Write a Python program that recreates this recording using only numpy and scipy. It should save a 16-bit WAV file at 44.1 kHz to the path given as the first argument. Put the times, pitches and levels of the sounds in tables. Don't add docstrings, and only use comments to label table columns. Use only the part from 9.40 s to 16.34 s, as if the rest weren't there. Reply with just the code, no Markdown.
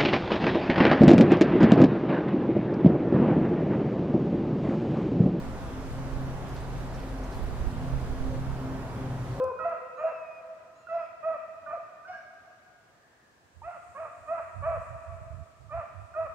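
import sys
import numpy as np
from scipy import signal
from scipy.fft import rfft, irfft, next_fast_len
from scipy.io import wavfile
from scipy.ndimage import map_coordinates

SR = 44100
rng = np.random.default_rng(int(sys.argv[2]) if len(sys.argv) > 2 else 0)


def store_wav(level_fs):
    pcm = np.round(np.clip(np.atleast_2d(level_fs), -1, 1) * 32767)
    wavfile.write(sys.argv[1], SR, pcm.T.astype(np.int16))


N = 306054
T = np.arange(N) / SR


def undb(db):
    return 10 ** (np.asarray(db) / 20)


def unit(x):
    return x / np.sqrt(np.mean(x ** 2))


def colour(x, points, power=1):
    size = next_fast_len(x.shape[-1] + 4096)
    hz, db = np.transpose(points)
    log_hz = np.log(np.maximum(np.fft.rfftfreq(size, 1 / SR), 1))
    gain = undb(power * np.interp(log_hz, np.log(hz), db))
    return irfft(rfft(x, size) * gain, size)[..., :x.shape[-1]]


def curves(rows, t):
    times, *columns = np.transpose(rows)
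    return [np.interp(t, times, column) for column in columns]


def ramp(t, start, length):
    return np.clip((t - start) / max(length, 1 / SR), 0, 1)


def wobble(t, rate):
    knots = rng.standard_normal(int((t[-1] - t[0]) * rate) + 3)
    return map_coordinates(knots, [(t - t[0]) * rate], order=3, mode="nearest")


def gate(start, length, edge):
    end = start + length
    i = np.flatnonzero((T > start - edge) & (T < end + edge))
    inside_s = np.minimum(T[i] - start, end - T[i])
    return i, np.sin(np.pi / 2 * np.clip(inside_s / edge + 1, 0, 1)) ** 2


def cycle(hz):
    return 2 * np.pi * np.cumsum(hz) / SR


def surges(base_db, rows, edge=0.061):
    power = undb(base_db) ** 2
    for start, length, db in rows:
        i, on = gate(start, length, edge)
        power[i] += (on * undb(db)) ** 2
    return np.sqrt(power)


# frequency in Hz, relative level in dB.
AIR_TONE = [(25, -14), (100, 3), (200, -1.5), (700, -3.5), (1900, -11.5), (3200, -18), (7500, -21.5),
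            (10500, -30.5), (15500, -33)]

def air(level_db=-63.5):
    shared, apart = rng.standard_normal((2, N))
    apart = colour(apart, [(250, -10.5), (1000, 1), (4000, 0.5)])
    return undb(level_db) * unit(colour(np.array([shared + apart, shared - apart]), AIR_TONE))


# frequency in Hz, relative level in dB.
LEAF_TONE = [(2500, -22), (5800, -10), (7000, 0), (8700, -1), (11000, -20)]
# start in seconds, length in seconds, level in dB.
LEAF_FLARES = [(4.48, .06, -75), (5.43, .06, -72.5), (6.62, .04, -79)]

def leaves(base_db):
    loudness = surges(base_db, LEAF_FLARES) * undb(.5 * wobble(T, 27))
    return unit(colour(rng.standard_normal((2, N)), LEAF_TONE)) * loudness


# frequency in Hz, relative level in dB.
THUMP_TONE = [(20, -36.5), (50, -5.5), (85, 4.5), (130, -6.5), (300, -38), (2000, -89)]
# start in seconds, length in seconds, level in dB before each port's gain.
PORT_GUSTS = [(0, 0.21, -59.5), (2.108, 0.32, -69), (4.19, .06, -56), (5.201, 0.18, -40),
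              (5.502, 0.053, -44.5), (5.705, 0.29, -43), (6.242, 0.15, -47.5), (6.534, 0.1, -52),
              (6.816, 0.072, -51.5)]

def wind_thumps(base_db, left_db=-17, right_db=5):
    loudness = surges(base_db, PORT_GUSTS) * undb(2.3 * wobble(T, 18))
    rumble = unit(colour(rng.standard_normal((2, N)), THUMP_TONE))
    return rumble * loudness * undb([[left_db], [right_db]])


# time in seconds, base level of the thumps in dB, of the leaves in dB.
BREEZE_LEVELS = [(0, -74, -100), (3.0, -88, -100), (3.85, -88, -92), (4.4, -66, -72.5), (5.6, -61, -72.5),
                 (6.15, -62, -78)]

def breeze():
    thumps_db, leaves_db = curves(BREEZE_LEVELS, T)
    return wind_thumps(thumps_db) + leaves(leaves_db)


# start in seconds, level in dB before the tone is shaped.
NEAR_TICKS = [(.0416, -35.5), (.2965, -48.5)]

def ticks(decay_s=0.00093):
    loudness = sum(undb(db) * (T >= start) * np.exp(-abs(T - start) / decay_s)
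                   for start, db in NEAR_TICKS)
    return colour(loudness * rng.standard_normal((2, N)), [(2500, -35), (5500, -1), (15000, -11.5)])


# start, length and time to swell in seconds, then level in dB if fully swollen.
HAWK_SCREAMS = [(-.24, 0.46, 0.64, -55.5), (0.572, 0.43, 0.15, -56), (1.358, .36, 0.18, -65.5)]
# multiple of the pitch, level in dB at the start, level in dB at the end.
HAWK_OVERTONES = [(1.5, -82, -93), (2, -90, -84), (2.5, -77, -97)]

def hawk(top_hz=2750, low_hz=2430, sag_s=.215, scoop_hz=131.3, scoop_s=.02, start_db=-16.5):
    out = np.zeros(N)
    for start, length, swell, db in HAWK_SCREAMS:
        i, on = gate(start, length, edge=.008)
        t = T[i] - start
        effort = 1 / (1 + abs(t / sag_s) ** 3)
        hz = low_hz + (top_hz - low_hz) * effort - scoop_hz * np.exp(-t / scoop_s)
        phase = cycle(hz * (1 + .0053 * wobble(t, 150)))
        cry = undb(db + start_db * (1 - ramp(t, 0, swell))) * np.sin(phase)
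        for multiple, first_db, last_db in HAWK_OVERTONES:
            loudness = undb(first_db + (last_db - first_db) * t / length)
            cry += loudness * (1 + .5 * wobble(t, 28)) * np.sin(multiple * phase)
        out[i] += np.sqrt(2) * on * cry
    return out


# frequency in Hz, boost in dB.
ECHO_TONE = [(500, -0.5), (650, 0.5), (1300, 5), (2400, 6)]

def woods(x, echo_db=-6, apart_hz=1300, ground_hz=900, ground_db_per_s=4):
    t = np.arange(2 * SR) / SR
    near_trunks = undb(5 - 88.5 * t)
    deep_woods = undb(-3.5 - 19.5 * t)
    far_tree_line = undb(-13) * np.exp(-.5 * ((t - .41) / .16) ** 2)
    build_up = ramp(t, start=.012, length=.021)
    loudness = np.sqrt((near_trunks ** 2 + deep_woods ** 2 + far_tree_line ** 2) * build_up)
    shared, apart = rng.standard_normal((2, len(t))) * loudness / np.sqrt(np.sum(loudness ** 2))
    apart = signal.sosfilt(signal.butter(1, apart_hz, "high", fs=SR, output="sos"), apart)
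    echo = colour(np.array([shared + apart, shared - apart]), ECHO_TONE) / np.sqrt(2)
    lows = signal.sosfiltfilt(signal.butter(2, ground_hz, fs=SR, output="sos"), echo)
    echo = echo - lows * (1 - undb(-ground_db_per_s * t))
    return undb(echo_db) * signal.fftconvolve(x[None], echo, axes=1)[:, :N]


# frequency in Hz, boost in dB.
RIGHT_TONE = [(550, -1.5), (700, 1.5), (1000, 1.5), (1300, 6), (1800, 0.5), (2500, -1)]

def ports(x, delay_samples=4):
    left = np.roll(colour(x, RIGHT_TONE, power=-.5), delay_samples)
    return np.array([left, colour(x, RIGHT_TONE)])


# time in seconds, pitch in Hz, relative level in dB.
WHINE_PATH = [(3.48, 1822, -68), (3.88, 1666, -66)]
SQUEAL_PATH = [(2.656, 1543, -43.5), (2.699, 1551, -61.5), (2.751, 1635, -38), (2.79, 1574, -46)]

def squeal(rows, waver):
    out = np.zeros(N)
    start, end = rows[0][0], rows[-1][0]
    i, on = gate(start, end - start, edge=.008)
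    hz, db = curves(rows, T[i])
    phase = cycle(hz * (1 + waver * wobble(T[i], 156.3)))
    out[i] = np.sqrt(2) * on * undb(db) * np.sin(phase)
    return out


# start in seconds, pitch in Hz, relative level in dB.
THROAT_SQUEAKS = [(0.189, 1411, -33.5), (0.578, 1343, -42), (1.47, 1410, -39), (2.262, 1460, -39.5),
                  (4.218, 912, -38.5), (6.294, 1203, -45), (6.74, 1405, -40.5)]

def squeaks(attack_s=0.0016, decay_s=0.0091):
    out = np.zeros(N)
    for start, hz, db in THROAT_SQUEAKS:
        i = np.flatnonzero((T >= start) & (T < start + 10 * decay_s))
        t = T[i] - start
        loudness = 2 * undb(db) * (1 - np.exp(-t / attack_s)) * np.exp(-t / decay_s)
        out[i] += loudness * np.sin(2 * np.pi * hz * t)
    return out


# frequency in Hz, boost in dB.
THROAT_TONE = [(600, -4.5), (1000, 0), (1400, -7.5), (1750, -17), (2150, -22.5), (2480, -19), (2800, -31.5),
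               (3600, -50.5), (5200, -50.5), (6500, -61)]

def overtones(t, phase, shut, hoarse, bright_db, bite_db=3, growl_db=-7, rasp_db=-6, breath_db=-8):
    bite = undb(bite_db * np.sin(np.pi * shut))
    buzz = np.zeros(len(t))
    for k in range(2, 9):
        blur = .8 * (k - 1.5) * hoarse * wobble(t, 220)
        buzz += (bite if k > 2 else 1) * np.sin(k * phase + blur)
    growl = 2 * undb(growl_db) * wobble(t, 60.6) * np.cos(phase / 2)
    rasp = undb(rasp_db) * wobble(t, 900)
    buzz *= 1 + hoarse * (growl + rasp)
    breath = undb(breath_db) * rng.standard_normal(len(t))
    throat = [(hz, db + bright_db * max(hz / 1000 - 1.3, 0)) for hz, db in THROAT_TONE]
    return colour(buzz + breath, throat)


# start, length, time the throat stays tight and time it takes to open, in seconds;
# top pitch in Hz, share of it that the pitch rises, share that it drops; relative levels of the base note
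# and the overtones in dB; roughness from 0 to 1; extra brightness in dB per kHz above 1.3 kHz.
DOG_BAYS = [ (-.1, 0.22, 0.003, .125, 518.2, .01, 0.1, -21, -34.5, 0.44, -31.5),
            (0.196, 0.15, 0.049, 0.016, 677.5, 0.0555, 0.11, -23, -33.5, 0.36, -1.5),
            (0.582, .142, .005, 0.087, 653.2, 0.095, 0.17, -24, -38.5, 0.75, -0.5),
            (1.49, 0.15, 0.0017, .06, 670.3, .03, 0.098, -24.5, -38, 0.33, 1.5),
            (1.834, 0.13, 0.0062, 0.031, 650.9, 0.055, 0.119, -22, -35, 0.29, -2),
            (2.266, 0.11, 0.057, 0.017, 662.2, .09, 0.16, -25.5, -40.5, 0.56, -3),
            (2.677, .08, 0.002, .028, 734.5, 0.0287, 0.021, -37, -42.5, 0.43, 5),
            (4.236, 0.14, 0, 0.058, 704.3, .15, 0.25, -33.5, -42.5, 0.63, 1),
            (4.554, .13, .015, 0.0396, 646.8, .15, 0.15, -31.5, -41, 0.79, -1),
            (4.88, .125, 0.004, 0.044, 665.4, .09, .13, -24, -35, 0.44, -2.5),
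            (5.228, .147, .014, 0.0468, 669.1, .15, .24, -22, -35, 0.56, -1.5),
            (6.311, 0.12, 0.0098, 0.0368, 670.7, .12, 0.16, -28, -39, 0.68, 0),
            (6.754, 0.12, 0.001, .045, 654, 0.073, 0.16, -24, -35.5, 0.3, -3)]

def bays(tight_db=-18.5, fade_db=-14.5, tremble_db=1.39):
    out = np.zeros(N)
    for start, length, tight, opening, top_hz, rise, drop, note_db, over_db, rough, bright_db in DOG_BAYS:
        i, on = gate(start, length, edge=.009)
        t = T[i]
        progress = ramp(t, start, length)
        shut = 1 - np.sin(np.pi / 2 * ramp(t, start + tight, opening))
        spent = ramp(t, start + tight + opening, length - tight - opening)
        hz = top_hz * (1 - rise * shut - drop * spent ** 3.745)
        tremble = tremble_db * wobble(t, 52)
        note_gain = undb(note_db + tight_db * shut + fade_db * spent ** .95 + tremble)
        loose = 1 - ramp(t, start, .012)
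        over_gain = undb(over_db - 7.5 * loose + 5.5 * shut + 1.5 * spent)
        hoarse = rough * np.interp(progress, [.15, .45], [.3, 1.25])
        jitter = .03 * wobble(t, 350) + .015 * wobble(t, 110)
        phase = cycle(hz * (1 + hoarse * jitter))
        mouth = np.interp(progress, [.85, 1], [1, .3])
        upper = mouth * overtones(t, phase, shut, hoarse, bright_db)
        note = np.sin(phase) * (1 + .25 * hoarse * wobble(t, 250))
        out[i] += np.sqrt(2) * on * (note_gain * note + over_gain * upper)
    return out


def scene():
    pack = bays() + squeaks()
    yelp = squeal(SQUEAL_PATH, waver=0.02)
    screams = hawk()
    whine = squeal(WHINE_PATH, waver=0.056)
    echo = woods(pack + undb(-16.5) * screams + undb(-3.5) * yelp + whine)
    return undb(-3.5) * ports(pack + yelp) + screams + echo + air() + breeze() + ticks()


def record(dry, low_hz=42, top_hz=15700):
    dry = signal.sosfilt(signal.butter(2, low_hz, "high", fs=SR, output="sos"), dry)
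    return signal.sosfilt(signal.ellip(10, .2, 80, top_hz, fs=SR, output="sos"), dry)


dry = scene()
out = record(dry)
store_wav(out)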